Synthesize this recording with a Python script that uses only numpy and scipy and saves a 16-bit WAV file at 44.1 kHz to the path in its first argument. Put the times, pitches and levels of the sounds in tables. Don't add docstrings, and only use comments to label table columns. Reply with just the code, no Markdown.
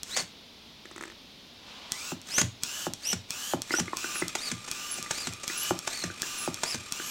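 import sys
import numpy as np
from scipy import signal
from scipy.fft import rfft, irfft, next_fast_len
from scipy.io import wavfile
from scipy.ndimage import map_coordinates

SR = 44100
rng = np.random.default_rng(int(sys.argv[2]) if len(sys.argv) > 2 else 0)


def wav_out(sig):
    wavfile.write(sys.argv[1], SR, np.round(np.clip(np.atleast_2d(sig).T, -1, 1) * 32767).astype(np.int16))


N = 313110
TIME = np.arange(N) / SR
AGE = TIME[:SR // 3]
OIL_ARRIVES_S = 3.746


def from_db(db):
    return 10 ** (np.asarray(db) / 20)


def unit_rms(x):
    return x / np.sqrt(np.mean(np.abs(x) ** 2) + 1e-20)


def add(track, start_s, sound):
    start = max(round(start_s * SR), 0)
    track[start:start + len(sound)] += sound[:max(N - start, 0)]


def butter(x, hz, kind, order=2):
    return signal.sosfilt(signal.butter(order, np.clip(hz, 5, .45 * SR), kind, fs=SR, output="sos"), x)


def filtered_noise(hz, kind="band"):
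    return unit_rms(butter(rng.standard_normal(N), hz, kind))


def coloured_noise(spectrum):
    hz, db = np.transpose(spectrum)
    size = next_fast_len(N)
    bins_hz = np.maximum(np.fft.rfftfreq(size, 1 / SR), 1)
    gain = from_db(np.interp(np.log(bins_hz), np.log(hz), db))
    return unit_rms(irfft(rfft(rng.standard_normal(size)) * gain, size)[:N])


def flutter(rate_hz, depth_db):
    return from_db(depth_db * filtered_noise(rate_hz, "low"))


def air_tone(hz, width_hz):
    swirl = butter(rng.standard_normal(N) + 1j * rng.standard_normal(N), width_hz / 2, "low")
    phase = 2 * np.pi * np.cumsum(hz + np.zeros(N)) / SR
    return unit_rms(np.real(swirl * np.exp(1j * phase)))


def ring(hz, t60_s, delay_s=0):
    age = np.maximum(AGE - delay_s, 0)
    return np.sin(2 * np.pi * hz * age) * from_db(-60 * age / t60_s)


def nearest(rows):
    rows = np.array(rows)
    midpoints_s = (rows[:-1, 1] + rows[1:, 0]) / 2
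    return rows[np.searchsorted(midpoints_s, TIME)].T


def gate(start_s, end_s, rise_s, fall_s):
    early = np.maximum(start_s - TIME, 0) / rise_s
    late = np.maximum(TIME - end_s, 0) / fall_s
    return np.exp(-np.minimum(early + late, 20))


# freq_hz, level_db
BACKGROUND_SPECTRUM = [(12, -27), (20, -16), (76, -7), (129, -11.5), (161, -6.5), (202, -5), (232, -3.5),
                       (372, -10.5), (1100, -15.5), (1200, -17), (1720, -18.5), (3640, -8.5), (5380, -16),
                       (7950, -31.5), (15500, -34)]

def background(level_db=-51):
    return from_db(level_db) * coloured_noise(BACKGROUND_SPECTRUM)


# delay_s, level_db
REFLECTIONS = [(.0008, -39.5), (.0041, -26.5)]

def workshop(x, t60_s=0.25, tail_db=-13):
    tail = rng.standard_normal(len(AGE)) * from_db(-60 * AGE / t60_s) * (AGE > .003)
    tail = butter(tail, 9400, "low", order=1)
    response = from_db(tail_db) * tail / np.sqrt(np.sum(tail ** 2))
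    for delay_s, db in REFLECTIONS:
        add(response, delay_s, from_db([db]))
    return signal.fftconvolve(x, response)[:N]


# freq_hz, width_hz, level_db
JET_RESONANCES = [(1280, 195, -12), (2452, 210, -7), (5550, 170, -11.5), (6520, 140, -15),
                  (7530, 160, -11.5), (8500, 130, -20), (9340, 110, -17.5)]
# freq_hz, level_db
SUCTION_SPECTRUM = [(80, -5.5), (250, 3.5), (700, -5), (1900, 0.5), (3500, 0.5), (7500, -2.5),
                    (10000, -10.5), (13000, -16), (16000, -25)]

def suction(level_db=-48, swing_db=4.5, leak_s=0.12, fill_s=0.14):
    start_s, end_s, *_ = nearest(UPSTROKES)
    retained = np.exp(-1 / (leak_s * SR))
    vacuum = signal.lfilter([1 - retained], [1, -retained], (TIME > start_s) & (TIME < end_s))
    filled = 1 / (1 + np.exp((OIL_ARRIVES_S - TIME) / fill_s))
    jet = sum(from_db(db) * air_tone(hz, width_hz) for hz, width_hz, db in JET_RESONANCES)
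    jet += from_db(-2.5) * coloured_noise(SUCTION_SPECTRUM)
    jet *= flutter(rate_hz=62, depth_db=3)
    steady_note = from_db(-8) * air_tone(1192, width_hz=28)
    return filled * from_db(level_db + swing_db * vacuum) * (jet + steady_note)


# freq_hz, level_db, t60_s
HOSE_MODES = [(323, -8, 0.051), (530, -6, 0.0068), (900, -8, 0.0098), (1317, -9, 0.017), (1790, -8.5, 0.02),
              (1900, -7.5, 0.0067)]

def hose_ring(scatter_db):
    return sum((-1) ** k * from_db(db + rng.normal(0, scatter_db)) * ring(hz, t60_s)
               for k, (hz, db, t60_s) in enumerate(HOSE_MODES))


HOSE_SLIPS = [0.8539, 0.9118, 0.961, 0.979, 1.0094, 1.0243, 1.0362, 1.053, 1.078, 1.0992, 1.1195]

def creak(peak_s=1.011, peak_db=-24.5, rise_db_per_s=44, fall_db_per_s=106, tick_s=0.0032):
    rings, ticks = np.zeros(N), np.zeros(N)
    for start_s in HOSE_SLIPS:
        db = peak_db - max(rise_db_per_s * (peak_s - start_s), fall_db_per_s * (start_s - peak_s))
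        add(rings, start_s, from_db(db - 2) * hose_ring(scatter_db=1))
        add(ticks, start_s + 0.00098, from_db(db) * np.exp(-AGE / tick_s))
    dry_edge = from_db(-17) * filtered_noise([5700, 8400])
    rub = from_db(-11) * filtered_noise([1620, 2220])
    return butter(rings, 170, "high") + ticks * (dry_edge + rub)


def breakaways():
    return [(start_s, air_db) for start_s, *_, air_db, _ in DOWNSTROKES if start_s > OIL_ARRIVES_S]


# start_s, level_db, bubble_hz
AIR_POCKETS = [(3.707, -20.5, 1943), (3.739, -13.5, 1390), (3.786, -25, 790), (3.88, -27.5, 2020),
               (3.932, -20.5, 1004), (4.043, -22.5, 1440), (4.156, -28, 1475), (4.222, -19, 1944),
               (5.062, -33, 1870), (5.499, -26, 1883), (6.039, -27.5, 1749), (6.101, -28.5, 1494),
               (6.23, -27, 1602), (6.9985, -25.5, 1484)]

def gulps(bubble_t60_s=0.023, swell_s=0.00048, rise_per_s=14, breakaway_db=-28.5, breakaway_hz=820):
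    out = np.zeros(N)
    envelope = (1 - np.exp(-AGE / swell_s)) * from_db(-60 * AGE / bubble_t60_s)
    envelope /= envelope.max()
    low_gulps = [(start_s + 0.00304, breakaway_db, breakaway_hz) for start_s, _ in breakaways()]
    for start_s, db, hz in AIR_POCKETS + low_gulps:
        bubble = envelope * np.sin(2 * np.pi * hz * (AGE + rise_per_s * AGE ** 2 / 2))
        add(out, start_s, from_db(db + 0.5) * hose_ring(scatter_db=2) + from_db(db - 2) * bubble)
    return butter(out, 165, "high")


# freq_hz, level_db
DRAG_SPECTRUM = [(100, -12), (600, -0.5), (1000, 5), (1700, -4), (3200, 4), (4800, -2), (6200, -9),
                 (7000, -12), (10000, -24.5), (16000, -34)]

def seal_drag(level_db=-48.5):
    envelope = gate(start_s=1.69, end_s=1.89, rise_s=0.067, fall_s=0.21)
    return from_db(level_db) * envelope * coloured_noise(DRAG_SPECTRUM)


# start_s, end_s, pitch_hz, bend_hz, level_db
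VALVE_SQUEALS = [(4.152, 4.2, 10820, -1750, -39), (4.912, 4.942, 10800, -1300, -39.5),
                 (5.577, 5.638, 10850, 905, -40), (6.378, 6.46, 10700, -1400, -44),
                 (7.062, 7.1, 11400, 600, -48)]

def squeals(bend_power=4.4):
    start_s, end_s, pitch_hz, bend_hz, level_db = nearest(VALVE_SQUEALS)
    progress = np.clip((TIME - start_s) / (end_s - start_s), 0, 1)
    hz = pitch_hz + bend_hz * progress ** bend_power
    tone = air_tone(hz, width_hz=110) + from_db(-0.5) * air_tone(hz, width_hz=570)
    return from_db(level_db) * gate(start_s, end_s, rise_s=0.0031, fall_s=0.008) * tone


# start_s, level_db, length_s
SEAL_LEAKS = [(0.1652, -24, 0.0022), (0.172, -21.5, 0.0015), (0.179, -33, 0.028), (2.3798, -26, 0.0016),
              (2.3822, -20.5, 0.0033), (2.392, -32, 0.013), (4.677, -37, 0.012), (4.981, -37.5, 0.0081),
              (5.433, -34.5, 0.0094)]
# freq_hz, level_db
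SPIT_SPECTRUM = [(100, -9.5), (400, -1), (1000, -2), (2500, -1), (4000, -5.5), (7000, 2), (9000, -8),
                 (12000, -24.5), (16000, -27)]

def spits(landing_s=0.003, breakaway_s=0.004, tail_s=0.0037):
    landings = [(end_s, blow_db + 11.5, landing_s) for _, end_s, *_, blow_db in DOWNSTROKES]
    breaks = [(start_s, air_db + 10, breakaway_s) for start_s, air_db in breakaways()]
    envelope = np.zeros(N)
    for start_s, db, length_s in SEAL_LEAKS + landings + breaks:
        add(envelope, start_s, from_db(db) * np.exp(-np.maximum(AGE - length_s, 0) / tail_s))
    return envelope * coloured_noise(SPIT_SPECTRUM)


# freq_hz, level_db, t60_s
SEAT_MODES = [(239, -25.5, 0.013), (3340, -27, 0.032), (4130, -20.5, 0.0096), (5320, -13.5, 0.0065),
              (7360, -47, 0.0043), (8400, -15, 0.0082)]
# start_s, level_db
FLAP_CLOSINGS = [(0.0326, -13), (2.2162, -26.5), (2.9364, -12), (3.6194, -10), (4.282, -11.5), (5.027, -14),
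                 (5.336, -19), (5.7903, -13), (6.5436, -12.5)]

def valve_clicks():
    snap = butter(signal.unit_impulse(len(AGE)), [4200, 8600], "band", order=1)
    snap = butter(snap, 12800, "low", order=4)
    seat = sum(from_db(db) * ring(hz, t60_s) for hz, db, t60_s in SEAT_MODES)
    click = seat - snap / np.abs(snap).max()
    openings = [(start_s, click_db) for start_s, *_, click_db, _ in UPSTROKES]
    out = np.zeros(N)
    for start_s, db in FLAP_CLOSINGS + openings:
        add(out, start_s, from_db(db) * click)
    return out


def blows(firm_db=-38, hardening=0.71):
    top = [(end_s, db - 16, db, db + 6.5 + hardening * (db - firm_db)) for _, end_s, *_, db in UPSTROKES]
    bottom = [(end_s, db - 11.5, db, db - 21) for _, end_s, *_, db in DOWNSTROKES]
    return top + bottom


# start_s, thump_db
HAND_BUMPS = [(0.748, -52), (1.423, -68)]

def bottle_shudder(onset_s=0.0025, decay_s=0.016, gain=1.262):
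    pulse = (1 - np.exp(-AGE / onset_s)) * np.exp(-AGE / decay_s)
    thumps = [(start_s, thump_db) for start_s, _, thump_db, _ in blows()]
    envelope = np.zeros(N)
    for start_s, db in thumps + HAND_BUMPS:
        add(envelope, start_s, from_db(db) * pulse)
    return gain * envelope * filtered_noise([130, 260])


# freq_hz, level_db, t60_s
BODY_MODES = [(95.3, 9, 0.29), (116.5, 8.5, 0.17), (175.9, 8.5, 0.11), (229, 5, 0.081), (280, 0.5, 0.071),
              (345, 11.5, 0.041), (534.5, 13, 0.012), (805, 7, 0.019), (1330, 5.5, 0.0095)]

def piston_knocks(boom_hz=110, thump_hz=230, knock_hz=700, dispersion=1.515, scatter_db=3):
    out = np.zeros(N)
    for start_s, *bands_db in blows():
        for hz, mode_db, t60_s in BODY_MODES:
            blow_db = np.interp(np.log(hz), np.log([boom_hz, thump_hz, knock_hz]), bands_db)
            lag_s = max(0.01163 * (200 / hz) ** dispersion - 0.001, 0)
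            mode = butter(ring(hz, t60_s, lag_s), hz / 2, "high")
            add(out, start_s, from_db(blow_db + mode_db + rng.normal(0, scatter_db)) * mode)
    return out


def hand_speed(peak_s, gather_s, slowing_stretch=1.1):
    width_s = np.where(TIME < peak_s, gather_s, gather_s * slowing_stretch)
    return np.maximum(np.exp(-.5 * ((TIME - peak_s) / width_s) ** 2), .2)


def barrel_comb(x, spacing_hz, depth):
    echo = map_coordinates(x, [np.arange(N) - SR / spacing_hz], order=3)
    return unit_rms(x + depth * echo)


# pitch_ratio, width_hz, level_db
WHISTLE_PARTIALS = [(.5, 530, -10.5), (1, 175, 1), (1.5, 690, -15.5), (2, 800, -16.5)]
# freq_hz, level_db
DOWN_SPECTRUM = [(80, -8), (300, -3.5), (1500, 0.5), (2800, 0.5), (4500, 1.5), (6500, 3), (8500, 0),
                 (10000, -11.5), (13000, -11.5), (16000, -16)]
# start_s, end_s, peak_s, gather_s, peak_hz, whistle_db, air_db, blow_db
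DOWNSTROKES = [(0.067, 0.212, 0.174, .08, 4674, -36, -35.5, -54),
               (2.295, 2.414, 2.41, .112, 6700, -29.5, -32, -32),
               (3.031, 3.13, 3.096, 0.079, 5897, -29.5, -36.5, -35),
               (3.696, 3.798, 3.78, .095, 5804, -34.5, -33.5, -35.5),
               (4.352, 4.515, 4.446, 0.078, 4764, -39.5, -35, -40),
               (5.109, 5.271, 5.2, .1, 4770, -43, -34, -39),
               (5.874, 6.038, 5.975, 0.15, 4380, -43.5, -35.5, -40),
               (6.634, 6.745, 6.7, 0.077, 5180, -38.5, -32.5, -40.5)]

def downstrokes(whistle_lag_s=0.025, whistle_power=3, air_power=1.3):
    start_s, end_s, peak_s, gather_s, peak_hz, whistle_db, air_db, _ = nearest(DOWNSTROKES)
    speed = hand_speed(peak_s, gather_s)
    hz = peak_hz * speed * flutter(rate_hz=44, depth_db=0.18)
    whistle = sum(from_db(db) * air_tone(ratio * hz, width) for ratio, width, db in WHISTLE_PARTIALS)
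    whistle += from_db(-9) * (start_s > OIL_ARRIVES_S) * air_tone(2 * hz, width_hz=320)
    whistle *= from_db(whistle_db) * speed ** whistle_power
    whistle *= gate(start_s + whistle_lag_s, end_s, rise_s=0.014, fall_s=0.0022)
    rush = barrel_comb(coloured_noise(DOWN_SPECTRUM), hz / 2, depth=0.3)
    rush *= flutter(rate_hz=84, depth_db=2.5)
    rush *= from_db(air_db - 5) * speed ** air_power * gate(start_s, end_s, rise_s=0.039, fall_s=0.032)
    return whistle + rush


# pitch_ratio, width_hz, level_db
OUTLET_PARTIALS = [(.55, 180, -14), (1, 190, -6.5), (1.849, 220, -12), (2.151, 220, -9.5),
                   (2.601, 320, -13)]
# freq_hz, level_db
UP_SPECTRUM = [(80, -15), (300, -11), (1200, -1), (2000, -6), (3000, 1), (4500, -1.5), (6500, 2.5),
               (8000, -3.5), (10000, -10), (13800, -13), (15300, -18)]
# start_s, end_s, peak_s, peak_hz, air_db, click_db, blow_db
UPSTROKES = [(1.9205, 2.119, 2.17, 2800, -39, -5.5, -40), (2.6352, 2.867, 2.81, 3022, -38.5, -5, -37),
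             (3.3065, 3.5353, 3.51, 3130, -38, -9, -34.5), (3.9703, 4.218, 4.105, 2790, -39, -10.5, -41),
             (4.7143, 4.985, 4.89, 2896, -41.5, -8, -49), (5.479, 5.708, 5.68, 2988, -36, -8.5, -33.5),
             (6.22, 6.476, 6.34, 2830, -39.5, -7, -38), (6.9232, 7.17, 7.08, 3010, -40.5, -7.5, -38)]

def upstrokes(air_power=1.63, fizz_power=9):
    start_s, end_s, peak_s, peak_hz, air_db, *_ = nearest(UPSTROKES)
    speed = hand_speed(peak_s, gather_s=0.28)
    hz = peak_hz * speed
    hum = sum(from_db(db) * air_tone(ratio * hz, width) for ratio, width, db in OUTLET_PARTIALS)
    sizzle_hz = np.clip(15100 * (2750 / hz) ** 0.49, 12000, 16500)
    sizzle = from_db(-16) * air_tone(sizzle_hz, width_hz=920)
    undertone = from_db(-11) * air_tone(sizzle_hz / 2, width_hz=330)
    fizz = from_db(-11) * (hz / 3000) ** fizz_power * filtered_noise([7500, 13000])
    rush = barrel_comb(coloured_noise(UP_SPECTRUM), hz / 2, depth=0.22)
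    air = from_db(-1.5) * rush + from_db(-0.5) * hum + sizzle + undertone + fizz
    return from_db(air_db) * speed ** air_power * gate(start_s, end_s, rise_s=0.011, fall_s=0.015) * air


def scene():
    air = seal_drag() + upstrokes() + downstrokes() + squeals() + suction() + spits()
    pump = air + valve_clicks() + piston_knocks() + bottle_shudder() + creak() + gulps()
    mono = pump + workshop(pump) + background()
    return np.stack([mono, mono])


def record(dry):
    return signal.sosfilt(signal.ellip(10, .1, 80, 15900, fs=SR, output="sos"), dry)


dry = scene()
out = record(dry)
wav_out(out)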